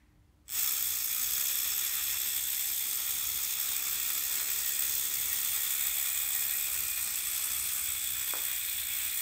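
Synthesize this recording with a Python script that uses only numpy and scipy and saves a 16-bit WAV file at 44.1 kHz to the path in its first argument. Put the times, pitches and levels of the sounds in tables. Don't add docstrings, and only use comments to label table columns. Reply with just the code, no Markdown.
import sys
import numpy as np
from scipy import signal
from scipy.fft import rfft, irfft, next_fast_len
from scipy.io import wavfile
from scipy.ndimage import uniform_filter1d

SR = 44100
rng = np.random.default_rng(int(sys.argv[2]) if len(sys.argv) > 2 else 0)


def amp(db):
    return 10 ** (np.asarray(db, float) / 20)


def write(x):
    x = np.atleast_2d(x).T
    wavfile.write(sys.argv[1], SR, np.round(np.clip(x, -1, 1) * 32767).astype(np.int16))


N = 406161
T = np.arange(N) / SR


def unit(x):
    return x / np.sqrt(np.mean(x ** 2))


def ramp(start_s, length_s):
    return np.clip((T - start_s) / length_s, 0, 1)


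def walk(rate_hz):
    hold = int(SR / rate_hz)
    levels = np.repeat(rng.standard_normal(N // hold + 1), hold)
    return 0.95 * uniform_filter1d(levels, hold)[:N]


def resonate(x, hz, width_hz):
    return signal.lfilter(*signal.iirpeak(hz, hz / width_hz, SR), x)


def ring(x, modes):
    return sum((-1) ** k * amp(db) * resonate(x, hz, width_hz) for k, (hz, width_hz, db) in enumerate(modes))


def rattle(force, modes, flutter_db=1.5, drift_db=2.5):
    rough = rng.standard_normal(N) * amp(flutter_db * walk(25) + drift_db * walk(1.29))
    turn = np.linspace(-1, 1, N)
    out = np.zeros(N)
    for k, (hz, width_hz, db, turn_db) in enumerate(modes):
        share = force * np.roll(rough, k * SR * 5 // 7)
        out += amp(db + turn_db * turn) * resonate(share, hz, width_hz)
    return out


def scrape(times, db, decay_s, rise_s=0.001):
    power = np.zeros(N)
    np.add.at(power, np.clip((times * SR).astype(int), 0, N - 1), amp(2 * db))
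    power = signal.lfilter([1], [1, -np.exp(-2 / (decay_s * SR))], power)
    return np.abs(uniform_filter1d(power, max(int(rise_s * SR), 1)))


# (crest time [s], level [dB])
RUMBLE_SWELLS = [(.2, -65), (.55, -63), (.9, -61), (1.3, -59), (1.7, -62), (2.1, -59), (2.4, -62),
                 (2.7, -66), (3.16, -62), (3.32, -57), (3.65, -64), (3.96, -62), (4.28, -64), (4.6, -62),
                 (4.93, -59), (5.25, -57.5), (5.52, -62), (5.9, -60.5), (6.23, -62), (6.48, -63),
                 (6.67, -67), (6.8, -57), (7.0, -61), (7.28, -62), (7.6, -56.5), (7.9, -57), (8.15, -58),
                 (8.57, -64), (8.8, -59), (9.03, -60)]


def rumble():
    floor_db, swell_s = -65.5, 0.084
    noise = resonate(resonate(rng.standard_normal(N), 63.6, 28), 67.5, 74)
    noise = unit(noise)
    even = noise / np.sqrt(uniform_filter1d(noise ** 2, SR // 12))
    swells = sum(amp(2 * db) * np.exp(-((T - s) / swell_s) ** 2) for s, db in RUMBLE_SWELLS)
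    return even * np.sqrt(amp(2 * floor_db) + swells)


# (frequency [Hz], density [dB per Hz])
AIR_SPECTRUM = [(65, -48), (130, -15), (200, -8.5), (320, -11), (440, -21), (1060, -22.5), (1780, -28),
                (15700, -38)]


def still_air():
    level_db = -71.5
    hz, db = np.transpose(AIR_SPECTRUM)
    f = np.fft.rfftfreq(N, 1 / SR)
    shape = amp(np.interp(np.log(f + 1), np.log(hz), db, left=-60))
    return amp(level_db) * unit(irfft(rfft(rng.standard_normal(N)) * shape, N))


# (frequency [Hz], level [dB])
HUM_LINES = [(166, -81), (221, -97), (300, -77)]


def hum():
    return sum(np.sqrt(2) * amp(db + 2.0 * walk(4.2)) * np.sin(2 * np.pi * hz * T) for hz, db in HUM_LINES)


# (frequency [Hz], width [Hz], level [dB])
SLEEVE_MODES = [(950, 150, -5), (1500, 300, -7), (1950, 400, -0.5)]


def rustle():
    return amp(-56.5 - 60 * T) * ring(rng.standard_normal(N), SLEEVE_MODES)


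# (time [s], mesh rate [Hz])
MESH_RATE = [(0.4818, 85.0), (0.6, 342.0), (0.73, 414.7), (1.07, 327.9), (1.32, 404.1), (2.07, 414.9),
             (2.55, 387.2), (3.28, 410.4), (3.46, 397.4), (4.0, 405.2), (4.94, 414.5), (6.34, 410.5),
             (6.53, 415.7), (7.1, 364.8), (7.42, 389.9), (8.22, 386.7), (8.82, 348.6), (9.21, 393.9)]
PINION_DB = [2, -0.5, -13, -9, 2.5, 2]


def teeth():
    s, hz = np.transpose(MESH_RATE)
    rate_hz = np.interp(T, s, hz)
    count = np.cumsum(np.interp(T, s, hz, left=0)) / SR
    k = np.arange(int(count[-1]))
    jitter, scatter = rng.standard_normal((2, len(k)))
    settled = np.clip((k - 6) / 30, 0, 1)
    start = int(s[0] * SR)
    times = s[0] + np.interp(k + 0.079 * settled * jitter, count[start:], T[:N - start])
    wheel_db = 1.1 * np.cos(2 * np.pi * (k - 26) / 33)
    drum_db = 0.49 * np.cos(2 * np.pi * (k - 18) / 48)
    db = np.resize(PINION_DB, len(k)) + wheel_db + drum_db + 1.9 * np.clip(scatter, -2, 2)
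    return rate_hz, count, times, settled * db


def part(modes, times, db, scatter_db, decay_s, whir_db, flicker_db):
    scatter = np.clip(rng.standard_normal(len(db)), -2, 1.6) * np.clip((times - times[0]) * 10, 0, 1)
    ticks = scrape(times, db + scatter_db * scatter, decay_s)
    load_db = uniform_filter1d(np.interp(T, times, db), SR // 200)
    whir = amp(whir_db + 0.21 * load_db + flicker_db * walk(40)) * np.clip((T - 0.51) / 0.04, 0.08, 1)
    sound = rattle(np.sqrt(ticks / np.mean(ticks) + whir ** 2), modes)
    slow = np.sqrt(uniform_filter1d(sound ** 2, SR // 8) + 1e-6)
    return sound / slow


# (frequency [Hz], width [Hz], level [dB], gain as the truck turns away [dB])
CHASSIS = [(246, 250, -20.5, 1), (551, 20, -24, -5), (764, 143, -24, 4.5), (910, 250, -20, 0),
           (1310, 226, -9.5, 0.5), (1707, 290, -11, 2), (2043, 370, -11, -0.5), (2256, 227, -6, 4.5),
           (2453, 62, 0, 4.5), (2655, 89, -5, 2), (3419, 157, 0.5, 2.5), (3517, 300, -3, 1),
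           (4146, 17, -1.5, 3.5), (5250, 1800, -10, 1.5)]
PLATES = [(4980, 170, -17, -7), (5440, 206, -9.5, -8), (6130, 2700, -15, 11.5), (6575, 450, -5, -4.5),
          (7100, 190, -4, 4), (7720, 330, -1.5, -5), (7604, 180, -11.5, 3), (7825, 190, 2, 6.5),
          (8370, 120, 1.5, 3.5), (8870, 480, 0, 4), (8900, 900, -18, -3)]
PINS = [(11950, 770, -20, .5), (12530, 760, 2.5, -1), (13830, 660, 1.5, -3), (14240, 220, 0, 1),
        (14850, 400, 6.5, 0.5), (15800, 370, -3.5, 2)]
STRIP = [(1883, 25, 0, 0)]


def gears(times, db, bright_db, pins_db, side_db):
    chassis_db = -(1 - ramp(0.46, 0.15))
    plates_db = -2.27 + 0.92 * bright_db
    strip_db = -20 + 0.4 * side_db + 3.9 * walk(14)
    out = amp(chassis_db) * part(CHASSIS, times, 0.4 * db, scatter_db=3.5, decay_s=0.0025,
                                 whir_db=3.0, flicker_db=1.9)
    out = out + amp(plates_db) * part(PLATES, times, 0.88 * db, scatter_db=2.9, decay_s=0.001,
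                                      whir_db=0.5, flicker_db=0.53)
    out = out + amp(pins_db - 1.0) * part(PINS, times, 0.57 * db, scatter_db=5.7, decay_s=0.00052,
                                          whir_db=-0.5, flicker_db=1.2)
    return out + amp(strip_db) * part(STRIP, times, db, scatter_db=1.9, decay_s=0.0016,
                                      whir_db=2, flicker_db=1.4)


# (multiple of mesh rate [-], level [dB], share of side gain [0-1])
GEAR_TONES = [(6 / 6, -71.5, 0), (8 / 6, -76.5, 0), (11 / 6, -79, .9), (12 / 6, -81, .9), (14 / 6, -77, .4)]
# (time [s], level [dB])
STRIP_NOTES = [(2.06, -64), (4.36, -58), (4.52, -64), (4.66, -46.5), (4.93, -60), (5.33, -51), (5.62, -55),
               (5.82, -58), (6.36, -50), (6.55, -50), (6.66, -61), (6.87, -59)]


def whine(rate_hz, count, side_db, shade_start_s):
    frame_hz, frame_width_hz, note_half_s, note_order = 405, 22, 0.025, 27.5 / 6
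    shade_db = -2 * ramp(shade_start_s - 0.6, 0.91)
    frame = amp(shade_db) / np.sqrt(1 + (2 * (rate_hz - frame_hz) / frame_width_hz) ** 2)
    tones = np.zeros(N)
    for order, db, share in GEAR_TONES:
        tones += amp(db + share * side_db + 2.9 * walk(13)) * np.sin(2 * np.pi * order * count)
    notes = sum(amp(db) * np.exp(-((T - s) / note_half_s) ** 2) for s, db in STRIP_NOTES)
    return np.sqrt(2) * (frame * tones + notes * np.sin(2 * np.pi * note_order * count))


# (time [s], pins peak [dB], plates above pins [dB])
LOUD_KNOCKS = [(0.6307, -13, -7), (0.674, -19, -3), (0.6914, -21, -12), (1.4537, -14, -8),
               (1.7191, -18, -18), (1.779, -17, -15), (1.8493, -20, -14), (1.9386, -25, -11),
               (2.3641, -19, -14), (2.5782, -21, -14), (3.5993, -17, -19), (3.6587, -17, -17),
               (3.7645, -14, -6.5), (4.175, -20, -10), (4.3551, -16, -16), (4.7497, -18, -12),
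               (4.7926, -16, -8), (4.8216, -18, -16), (4.8794, -18, -17), (4.9518, -23, -17),
               (5.1847, -21, -23), (5.4476, 2, -10), (5.504, -21, -13), (5.8377, -15, -17),
               (6.3496, -15, -16), (6.5092, -15, -14.5), (6.8055, -19, -9), (8.3381, -27, -9),
               (8.451, -16, -14), (8.9836, -26, -21)]


def backlash(times, pins_db):
    turns = times[5::len(PINION_DB)]
    strength, balance = rng.standard_normal((2, len(turns)))
    usual_db = np.interp(turns, T, pins_db) + 11.5 + 3.5 * np.clip(strength, -3, 1.5)
    s, loud_db, loud_plates_db = np.transpose(LOUD_KNOCKS)
    when = np.r_[turns + 0.0004, s + 0.0013]
    knock_db = np.minimum(np.r_[usual_db, loud_db], -15)
    plates_db = knock_db + np.r_[-19 + 3 * balance, loud_plates_db]
    pins_power = scrape(when, knock_db, decay_s=0.0003, rise_s=0.0008)
    plates_power = scrape(when - 0.0004, plates_db, decay_s=0.00066, rise_s=0.0035)
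    return amp(3) * rattle(np.sqrt(pins_power), PINS) + amp(10) * rattle(np.sqrt(plates_power), PLATES)


# (time [s], level at full speed [dB], brightness [dB])
TRUCK_HEARD = [(.56, -39.5, 8.5), (.7, -42, 8), (1.0, -42.5, 8.5), (1.5, -41, 7.5), (2.0, -41.5, 6),
               (2.6, -42, 7.5), (3.2, -42.5, 7), (3.7, -42, 6.5), (4.3, -41.5, 6.5), (4.9, -42, 7.5),
               (5.5, -41.5, 7), (6.1, -42, 8), (6.7, -42.5, 7.5), (7.1, -42, 8), (7.8, -43, 9),
               (8.4, -41.5, 6), (8.9, -41, 5), (9.21, -42.5, 7.5)]


def truck():
    full_hz, bright_hz = 391, 220
    shade_start_s, shade_end_s, shade_turn_s = 6.65, 8, 0.47
    rate_hz, count, times, db = teeth()
    moving_hz = rate_hz
    s, level_db, bright_db = np.transpose(TRUCK_HEARD)
    lurch_db = 0.5 * walk(20)
    level_db = np.interp(T, s, level_db) + 20 * np.log10(moving_hz / full_hz) + lurch_db
    bright_db = np.interp(T, s, bright_db)
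    shade = ramp(shade_start_s, shade_turn_s) - ramp(shade_end_s, shade_turn_s)
    pins_db = bright_db + 20 * np.log10(np.minimum(moving_hz / bright_hz, 1)) - 3 * shade
    side_db = 8 * (ramp(4, 0.37) - ramp(6.5, 0.37))
    running = gears(times, db, bright_db, pins_db, side_db) * amp(level_db - 0.12)
    running = running + whine(rate_hz, count, side_db, shade_start_s)
    return running * ramp(0.44, 0.053) ** 2 + backlash(times, level_db + pins_db)


# (time [s], peak [dB])
TAP_BLOWS = [
    (8.3362, -22),
    (8.353, -33),
]
# (frequency [Hz], width [Hz], level [dB])
FLOOR_MODES = [(290, 160, -7), (500, 300, -4), (900, 350, -3), (1400, 450, 0)]


def scuff_and_tap():
    scuff_s, scuff_length_s, scuff_db = 4.41, 0.046, -38
    force = amp(scuff_db) * np.exp(-((T - scuff_s) / scuff_length_s) ** 2) * rng.standard_normal(N)
    for s, db in TAP_BLOWS:
        i = int(s * SR)
        force[i - 12:i + 6] -= amp(db + 10) * np.hanning(18)
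    return resonate(ring(force, FLOOR_MODES), 740, 1400)


def room(x):
    t60_s, onset_s, hop = 0.51, 0.0026, SR // 4
    t = np.arange(SR // 3) / SR
    window = np.sin(np.pi * np.arange(2 * hop) / (2 * hop))
    out = np.zeros(N + 2 * SR)
    for start in range(0, N, hop):
        tail = rng.standard_normal(len(t)) * amp(-60 * t / t60_s) * np.clip(t / onset_s, 0, 1)
        piece = x[start:start + 2 * hop] * window[:N - start]
        echo = signal.fftconvolve(piece, tail / np.sqrt(np.sum(tail ** 2)))
        out[start:start + len(echo)] += echo
    return out[:N]


def scene():
    background = rumble() + still_air() + hum() + rustle()
    toy, floor = truck(), scuff_and_tap()
    return (toy + floor + room(amp(-8.0) * toy + amp(-2.5) * floor) + background)[None]


def top_cut(x):
    return signal.sosfilt(signal.butter(12, 16590, fs=SR, output="sos"), x)


def record(dry):
    top_hz, slope_hz = 15760, 90
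    size = next_fast_len(N + SR // 4)
    keep = np.clip((top_hz - np.fft.rfftfreq(size, 1 / SR)) / slope_hz, 0, 1) ** 2
    mix = irfft(rfft(dry, size) * keep, size)[:, :N]
    return top_cut(mix)


dry = scene()
out = record(dry)
write(out)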